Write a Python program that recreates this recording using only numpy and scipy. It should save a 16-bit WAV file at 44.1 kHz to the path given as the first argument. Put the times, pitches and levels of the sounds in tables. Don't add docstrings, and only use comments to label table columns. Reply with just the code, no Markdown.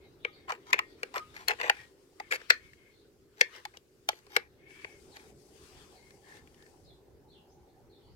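import sys
import numpy as np
from scipy import signal
from scipy.fft import rfft, irfft, next_fast_len
from scipy.io import wavfile
from scipy.ndimage import uniform_filter1d, minimum_filter1d, map_coordinates

SR = 44100
rng = np.random.default_rng(int(sys.argv[2]) if len(sys.argv) > 2 else 0)


def waveform_to_disk(signal):
    frames = np.transpose(np.atleast_2d(signal))
    scaled = np.clip(frames, -1, 1) * 32767
    samples = np.round(scaled).astype(np.int16)
    wavfile.write(sys.argv[1], SR, samples)


N = 359575

# t/s, nominal peak level/dB, wood level re action/dB,
# favoured wood f/Hz, hardness (bolt level re action)/dB
KNOCKS = [(.2479, -21.5, -1.5, 567, -31), (.4813, -45, 13, 1040, -16.5), (.4933, -34, 7, 1020, -6.5),
          (.5024, -29.5, 7, 1010, -10.5), (.5193, -29.5, 1, 650, -9), (.729, -11, -7.5, 960, -9.5),
          (.7397, -18.5, -5, 520, -21), (.7891, -18.5, -2, 975, -11), (1.0304, -25, -0.5, 503, -8),
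          (1.1395, -39.5, 6.5, 1030, -2.5), (1.1645, -30, 4, 520, -15), (1.179, -32.5, -17.5, 880, -3),
          (1.3637, -37, -9, 810, -9.5), (1.482, -24, -7, 1050, 6), (1.506, -23, -6, 800, -15),
          (1.601, -35.5, -10.5, 994, -16.5), (1.612, -24, -10, 1010, -11.5), (1.6402, -27.5, 1, 570, -21.5),
          (1.696, -10, -5, 750, -11), (2.1985, -33.5, 5, 800, -8.5), (2.3224, -20, -8.5, 520, -14.5),
          (2.3308, -28.5, -4.5, 840, -8.5), (2.4031, -51, -19.5, 840, -11.5), (2.5015, -1.5, -18, 560, -6),
          (2.7314, -49, -19, 500, -11), (3.4095, -6.5, -11.5, 524, -6.5), (3.5607, -50.5, -6, 840, 1.5),
          (3.6508, -33.5, 2, 784, -2.5), (3.7697, -51.5, 6, 450, 8), (4.0872, -21.5, 3, 820, 3),
          (4.129, -45, 8, 460, -12), (4.265, -55.5, 2, 830, -1), (4.3635, -12, -4, 627, -7),
          (4.7055, -51, -11, 830, -9), (4.845, -31.5, -1, 534, -17), (5.1669, -43.5, -6.5, 840, -4),
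          (6.1049, -52.5, -11, 520, -3.5), (6.472, -55, 2, 520, -1.5), (6.543, -63, -3, 520, 3),
          (6.6225, -59, 0.5, 850, 2.5), (6.6625, -54, -9, 520, -9)]
# start t/s, end t/s, start level/dB, wood level re action/dB,
# favoured wood f/Hz, hardness/dB, swell to the end/dB
STROKES = [(0.474, 0.591, -37.5, 1.5, 1000, -11, -25.5), (0.645, 0.719, -66.5, 4, 1030, -2, 19),
           (.744, 0.791, -42, -6.5, 900, -22.5, -0.5), (1.14, 1.201, -40.5, 6, 1110, -8, -1),
           (1.333, 1.451, -47, -2.5, 910, -7, -10.5), (1.476, 1.544, -23, -1.5, 666, -14.5, -17.5),
           (1.577, 1.703, -41, 0.5, 650, -14, 5.5), (1.723, 1.858, -56, -7.5, 695, -10.5, 3.5),
           (2.305, 2.373, -30, -6.5, 530, -7.5, -5.5), (2.393, 2.427, -54, -2.5, 525, -12.5, 4.5),
           (3.357, 3.408, -72.5, 0, 700, -3, 21.5), (3.52, 3.613, -50.5, -1, 610, -6.5, -8),
           (3.735, 3.773, -58.5, -1, 890, -12, 2), (4.1, 4.207, -60.5, -3.5, 820, 0, -3.5),
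           (4.289, 4.364, -65.5, -1.5, 840, -2.5, 22), (4.374, 4.485, -57.5, -3, 840, -15, -10.5),
           (5.136, 5.301, -52.5, -7, 700, -4, -21.5), (6.251, 6.402, -64.5, 4.5, 700, -2, -1)]
# f/Hz, level/dB, t60/s
ACTION_MODES = [(1500, -9, .012), (1780, -2, .018), (1960, 0, .014), (2240, 0, .014), (2440, -1, .014),
                (2750, -4, .012)]
BUTT_MODES = [(366, -4, .1), (430, -2, 0.068), (483, 7.5, 0.029), (571, -10, 0.032)]
FORE_END_MODES = [(759.3, -9, 0.027), (837.3, 0.5, .05), (1017, 6, 0.029), (1236, -2.5, 0.061),
                  (1214, -1, 0.066)]
BOLT_MODES = [(3070, 0, .01), (3450, -2, .008), (4000, -1, .009), (4400, -1, .009), (5100, -3, .008)]
EDGE_MODES = [(5700, 0, .007), (6400, -2, .006), (7300, -5, .006), (8500, -8, .005), (10300, -9, .004),
              (11900, -4, .005), (13300, -12, .004), (15000, -14, .004)]
# f/Hz, t60/s
BARREL_MODES = [(1240, .3), (1765, .16), (1880, .28), (2120, .22), (2360, .25), (2790, .18)]
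# t/s, level at the favoured pitch/dB, favoured f/Hz
BARREL_RINGS = [(.25, -45, 2200), (.25, -54, 1240), (.735, -38, 2300), (.79, -39, 1880), (1.196, -46, 1240),
                (1.7, -42, 2240), (1.79, -50, 1880), (2.505, -36, 1765), (2.503, -43, 2400),
                (3.415, -35, 1765), (3.412, -43, 2500), (4.367, -48, 1800)]

# start t/s, end t/s, level/dB, share of the flat grip/0-1
PALM_SLIDES = [(-0, 0.092, -66, 0), (0.33, 0.503, -64, 0.3), (2.178, 2.3, -56, 0.45),
               (2.553, 2.75, -60.5, 0.06), (2.725, 2.982, -64, 0.05), (4.562, 5.039, -54.5, 0.2),
               (5.925, 6.205, -66, 0.1), (6.213, 6.444, -57.5, 0.92), (6.54, 6.716, -66, 0.83)]
# f/Hz, width/Hz, level/dB
CUPPED_PALM = [(1620, 300, -13), (2110, 130, 0), (2400, 250, -11), (2900, 500, -19)]
FLAT_PALM = [(1800, 260, 0), (2050, 200, -5)]
# t/s, upper hiss level/dB, lower hiss level/dB
CLOTH_LEVELS = [(0, -87, -74), (.62, -81.5, -69.5), (.8, -82.5, -71), (1.08, -74, -64), (1.8, -68.5, -58),
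                (1.95, -79.5, -76), (2.17, -77.5, -75.5), (2.4, -72.5, -57.5), (2.9, -79, -77.5),
                (3.25, -87, -83), (3.55, -72, -55.5), (3.9, -84, -86), (4.25, -75, -70.5),
                (4.65, -94.5, -81.5), (4.7, -69, -69.5), (4.82, -68, -58), (4.88, -72, -70),
                (5.03, -69.5, -70.5), (5.29, -67.5, -66.5), (5.34, -75.5, -76), (5.4, -70.5, -75),
                (5.75, -66, -59), (6.2, -72, -75.5), (6.33, -65.5, -62), (6.44, -76.5, -73),
                (6.72, -71, -75), (7.05, -89.5, -85)]
# f/Hz, relative level per Hz/dB
UPPER_CLOTH = [(2650, -35.5), (4500, 0), (8640, -3.5), (11500, -8.5), (13600, -17), (16000, -16)]
LOWER_CLOTH = [(600, -29.5), (1000, 1.5), (2000, -3.5), (3500, -5), (5000, -10.5), (8000, -30.5)]

# t/s, length/s, start f/Hz, end f/Hz, level/dB
CHIRPS = [(0.002, 0.075, 4160, 3500, -65.5), (0.182, 0.14, 3930, 3130, -61),
          (0.313, 0.042, 4730, 3620, -55.5), (0.848, 0.076, 4600, 4100, -64),
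          (0.917, 0.05, 4000, 4140, -69), (2.885, 0.15, 4410, 3550, -67), (5.096, 0.047, 4410, 3220, -56.5),
          (5.93, 0.049, 4400, 3700, -60.5), (6.826, 0.098, 4700, 3170, -60),
          (7.273, 0.036, 3950, 3970, -62.5), (7.293, .09, 4390, 2686, -59.5),
          (7.463, 0.067, 5040, 6330, -69.5), (7.66, 0.05, 4100, 3950, -76.5), (7.88, 0.1, 4630, 3626, -64),
          (7.967, 0.14, 3310, 3060, -72), (7.995, 0.13, 4230, 4880, -69)]
# t/s, rumble level/dB, drone level/dB, upper drone level/dB
TOWN_LEVELS = [(0.0, -65.5, -62, -69), (0.97, -64.5, -57, -88), (1.66, -65, -65, -58.5),
               (1.84, -68, -63, -83.5), (3.83, -70, -66.5, -92), (5.11, -65, -60.5, -69),
               (8.15, -63.5, -63.5, -69.5)]
# f/Hz, relative level per Hz/dB
RUMBLE = [(8.8, -43.5), (15, -17), (64, -3), (107, -6), (140, -5.5), (182, -11), (260, -14.5), (340, -28),
          (570, -120)]
# f/Hz, width/Hz, relative level/dB
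LOWER_DRONE = [(319, 200, -0.5), (380.3, 120, 4), (515, 18, -5.5)]
UPPER_DRONE = [(577, 34, -5.5), (793, 220, -6)]
# f/Hz, relative level per Hz/dB
FAR_HISS = [(600, -27), (900, -16), (1500, -10), (2300, -13.5), (3200, -18.5), (5000, -15), (9000, -22),
            (14300, -19.5), (16500, -26)]
# f/Hz, left-right correlation/0-1
LIKENESS = [(40, .45), (130, .8), (290, .9), (640, .73), (1400, .1), (15000, .1)]
# f/Hz, level difference/dB
LEFT_LEAN = [(60, -17.5), (300, 8.5), (700, -0.5), (2000, 5.5), (4400, 8), (8000, 12.5), (15000, 7.5)]

KNOCK_EDGES_DB, STROKE_EDGES_DB = -8.5, -6
ACTION_HZ, ACTION_DB_PER_OCTAVE, WOOD_DB_PER_OCTAVE = 2100, 15.5, 20.5
CHATTER_S, CHATTER_DB = 0.0022, 20.5
BLOW = 1.1
PALM_RISE_HZ = 169.5
ECHO_DB, ECHO_DULL_HZ = -18, 3320
MIC_LAG = 11
TOP_HZ = 16000


def amp(db):
    return 10 ** (np.asarray(db) / 20)


def unit(x):
    return x / np.sqrt(np.mean(x ** 2) + 1e-20)


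def along(points, hz):
    f, value = np.transpose(points)
    return np.interp(np.log(hz + 1), np.log(f + 1), value)


def curves(rows):
    s, *columns = np.transpose(rows)
    return [np.interp(np.arange(N) / SR, s, column) for column in columns]


def wobble(rate, size=N):
    knots = rng.standard_normal(int(size * rate / SR) + 4)
    return map_coordinates(knots, [np.arange(size) * rate / SR])


def filtered(x, response):
    m = next_fast_len(N + SR // 2)
    hz = np.fft.rfftfreq(m, 1 / SR)
    return irfft(rfft(x, m) * response(hz), m)[..., :N]


def spectrum(points):
    return lambda hz: amp(along(points, hz))


def peaks(table):
    def response(f):
        total = 0
        for centre, width, db in table:
            resonance = 1j * f * width / (centre * centre - f * f + 1j * f * width)
            total = total + amp(db) * resonance ** 2
        return total
    return response


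def rush(response, patchy_db):
    z = signal.stft(rng.standard_normal((2, N)), nperseg=512)[2]
    field = uniform_filter1d(rng.standard_normal(z.shape[1:]), size=5, axis=0)
    field = uniform_filter1d(field, size=10, axis=1)
    pair = signal.istft(z * amp(patchy_db * unit(field)), nperseg=512)[1][:, :N]

    def mid_side(hz):
        turn = np.arccos(np.clip(along(LIKENESS, hz), -1, 1)) / 2
        return response(hz) * np.array([np.cos(turn), np.sin(turn)])

    mid, side = filtered(pair, mid_side)
    return unit(np.array([mid + side, mid - side]))


def add(track, s, sound):
    start = round(s * SR)
    track[:, start:start + sound.shape[1]] += sound


def rifle(force, wood_db, wood_hz, hard_db, edges_db, count=7):
    t, sound = np.arange(SR // 11) / SR, 0
    parts = [(ACTION_MODES, 0, ACTION_HZ, ACTION_DB_PER_OCTAVE),
             (BUTT_MODES + FORE_END_MODES, wood_db, wood_hz, WOOD_DB_PER_OCTAVE),
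             (BOLT_MODES, hard_db, 1, 0),
             (EDGE_MODES, hard_db + edges_db, 1, 0)]
    for modes, part_db, favoured_hz, slope_db in parts:
        hz, db, t60 = np.repeat(modes, count, axis=0).T[:, :, None]
        db = db - slope_db * np.abs(np.log2(hz / favoured_hz))
        level_luck, pitch_luck, path_luck = rng.standard_normal((len(hz), 3)).T[:, :, None]
        lag = np.clip(hz / 1200, 0, 3) ** 2 * path_luck / 2
        fade = amp(db + level_luck - 60 * t / t60) * (1 - np.exp(-t * hz))
        detune = 1 + .065 * np.clip(hz / 2500, 0, 1) * pitch_luck
        phase = 2 * np.pi * hz * detune * t
        left = np.sum(fade * np.sin(phase), 0)
        right = np.sum(fade * np.sin(phase - lag), 0)
        part = signal.fftconvolve([left, right], [force], axes=1)
        share = np.linalg.norm(force) / np.linalg.norm(part, axis=1, keepdims=True)
        sound = sound + amp(part_db) * share * part
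    return sound


def knocks():
    out, t = np.zeros((2, N + SR)), np.arange(-SR // 50, SR // 50) / SR
    u = np.clip(t / CHATTER_S, 0, None)
    chatter = u ** 2 * np.exp(-1.5 * u)
    scuff = .01 * np.exp(-np.abs(t) / .004)
    shape = chatter + scuff
    for s, db, *colour in KNOCKS:
        force = rng.standard_normal(len(t)) * shape
        force[np.argmax(shape)] += BLOW * np.linalg.norm(force)
        sound = rifle(force / np.linalg.norm(force), *colour, KNOCK_EDGES_DB)
        add(out, s + t[0] - .001, amp(db + CHATTER_DB) * sound)
    return out[:, :N]


def strokes():
    out = np.zeros((2, N + SR))
    for start, end, db, *colour, swell_db in STROKES:
        u = np.linspace(0, 1, round((end - start) * SR))
        bunches = amp(4.5 * wobble(300, size=len(u)))
        grit = unit(rng.standard_normal(len(u)) * bunches)
        ends = np.clip(5 * u, 0, 1) * np.clip(6 * (1 - u), 0, 1)
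        force = grit * amp(db + swell_db * u) * ends
        add(out, start, rifle(force, *colour, STROKE_EDGES_DB))
    return out[:, :N]


def barrel():
    out, t = np.zeros((2, N + SR)), np.arange(SR // 2) / SR
    hz, t60 = np.transpose(BARREL_MODES)[:, :, None]
    for s, db, favoured_hz in BARREL_RINGS:
        flutter = np.array([wobble(60, size=len(t)) for _ in range(2 * len(hz))])
        level_flutter, phase_flutter = flutter.reshape(2, len(hz), -1)
        favour_db = -110 * np.abs(np.log(hz / favoured_hz))
        level = amp(db + favour_db - 60 * t / t60 + 4.5 * level_flutter)
        phase = 2 * np.pi * (hz * t + rng.random((2, len(hz), 1))) + .7 * phase_flutter
        onset = 1 - np.exp(-t / 0.002)
        add(out, s, np.sum(level * onset * np.sin(phase), axis=1))
    return out[:, :N]


def palm():
    t, cupped, flat = np.arange(N) / SR, 0, 0
    for start, end, db, share in PALM_SLIDES:
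        u = np.clip((t - start) / (end - start), 0, 1)
        stroke = amp(db) * np.abs(np.sin(np.pi * u)) ** 1.28
        cupped = cupped + np.clip(1 - share, 0, 1) * stroke
        flat = flat + np.clip(share, 0, 1) * stroke
    rise_hz = PALM_RISE_HZ * cupped / cupped.max()
    climb = np.exp(2j * np.pi * np.cumsum(rise_hz) / SR)
    band = signal.hilbert(rush(peaks(CUPPED_PALM), patchy_db=0.5), next_fast_len(N))[:, :N]
    band = np.real(band * climb)
    return cupped * band + flat * rush(peaks(FLAT_PALM), patchy_db=-1.5)


def cloth():
    upper_db, lower_db = curves(CLOTH_LEVELS)
    upper = amp(upper_db) * rush(spectrum(UPPER_CLOTH), patchy_db=1.6)
    lower = amp(lower_db) * rush(spectrum(LOWER_CLOTH), patchy_db=3.3)
    return amp(1.2 * wobble(30)) * (upper + lower)


def terrace(x, t60):
    t = np.arange(SR // 2) / SR
    tail = rng.standard_normal((2, len(t))) * amp(-60 * t / t60) * np.clip(t / 0.011, 0, 1)
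    return signal.fftconvolve(x, tail / np.linalg.norm(tail[0]), axes=1)[:, :N]


def sparrows():
    out = np.zeros((1, N + SR))
    for s, length, from_hz, to_hz, db in CHIRPS:
        u = np.linspace(0, 1, round(length * SR))
        trill_hz = 330 * wobble(160, size=len(u))
        hz = from_hz + (to_hz - from_hz) * u + trill_hz
        swell = np.sin(np.pi * u)[None] ** .5
        add(out, s, amp(db) * swell * np.sin(2 * np.pi * np.cumsum(hz) / SR))
    return terrace(out, t60=.32)


def town():
    rumble_db, lower_db, upper_db = curves(TOWN_LEVELS)
    rumble = amp(rumble_db + 2 * wobble(9)) * rush(spectrum(RUMBLE), patchy_db=1.5)
    lower_drone = amp(lower_db) * rush(peaks(LOWER_DRONE), patchy_db=1.5)
    upper_drone = amp(upper_db) * rush(peaks(UPPER_DRONE), patchy_db=5.5)
    hiss = amp(-75) * rush(spectrum(FAR_HISS), patchy_db=2.5)
    return rumble + lower_drone + upper_drone + hiss


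def scene():
    steel = knocks() + strokes()
    echoes = filtered(terrace(steel, t60=.15), lambda hz: 1 / (1 + 1j * hz / ECHO_DULL_HZ))
    near = steel + amp(ECHO_DB) * echoes + barrel() + palm() + cloth()
    near[1] = np.roll(near[1], shift=MIC_LAG)

    def pickup(hz):
        small_body = (1j * hz / (270 + 1j * hz)) ** 6
        half_each_way = np.array([[.5], [-.5]])
        return small_body * amp(along(LEFT_LEAN, hz) * half_each_way)

    return filtered(near, pickup) + sparrows() + town()


def record(dry):
    needed = np.minimum(1, .93 / (np.abs(dry).max(axis=0) + 1e-9))
    gain = uniform_filter1d(minimum_filter1d(needed, size=129), size=65)
    return filtered(dry * gain, lambda hz: hz < TOP_HZ)


dry = scene()
out = record(dry)
waveform_to_disk(out)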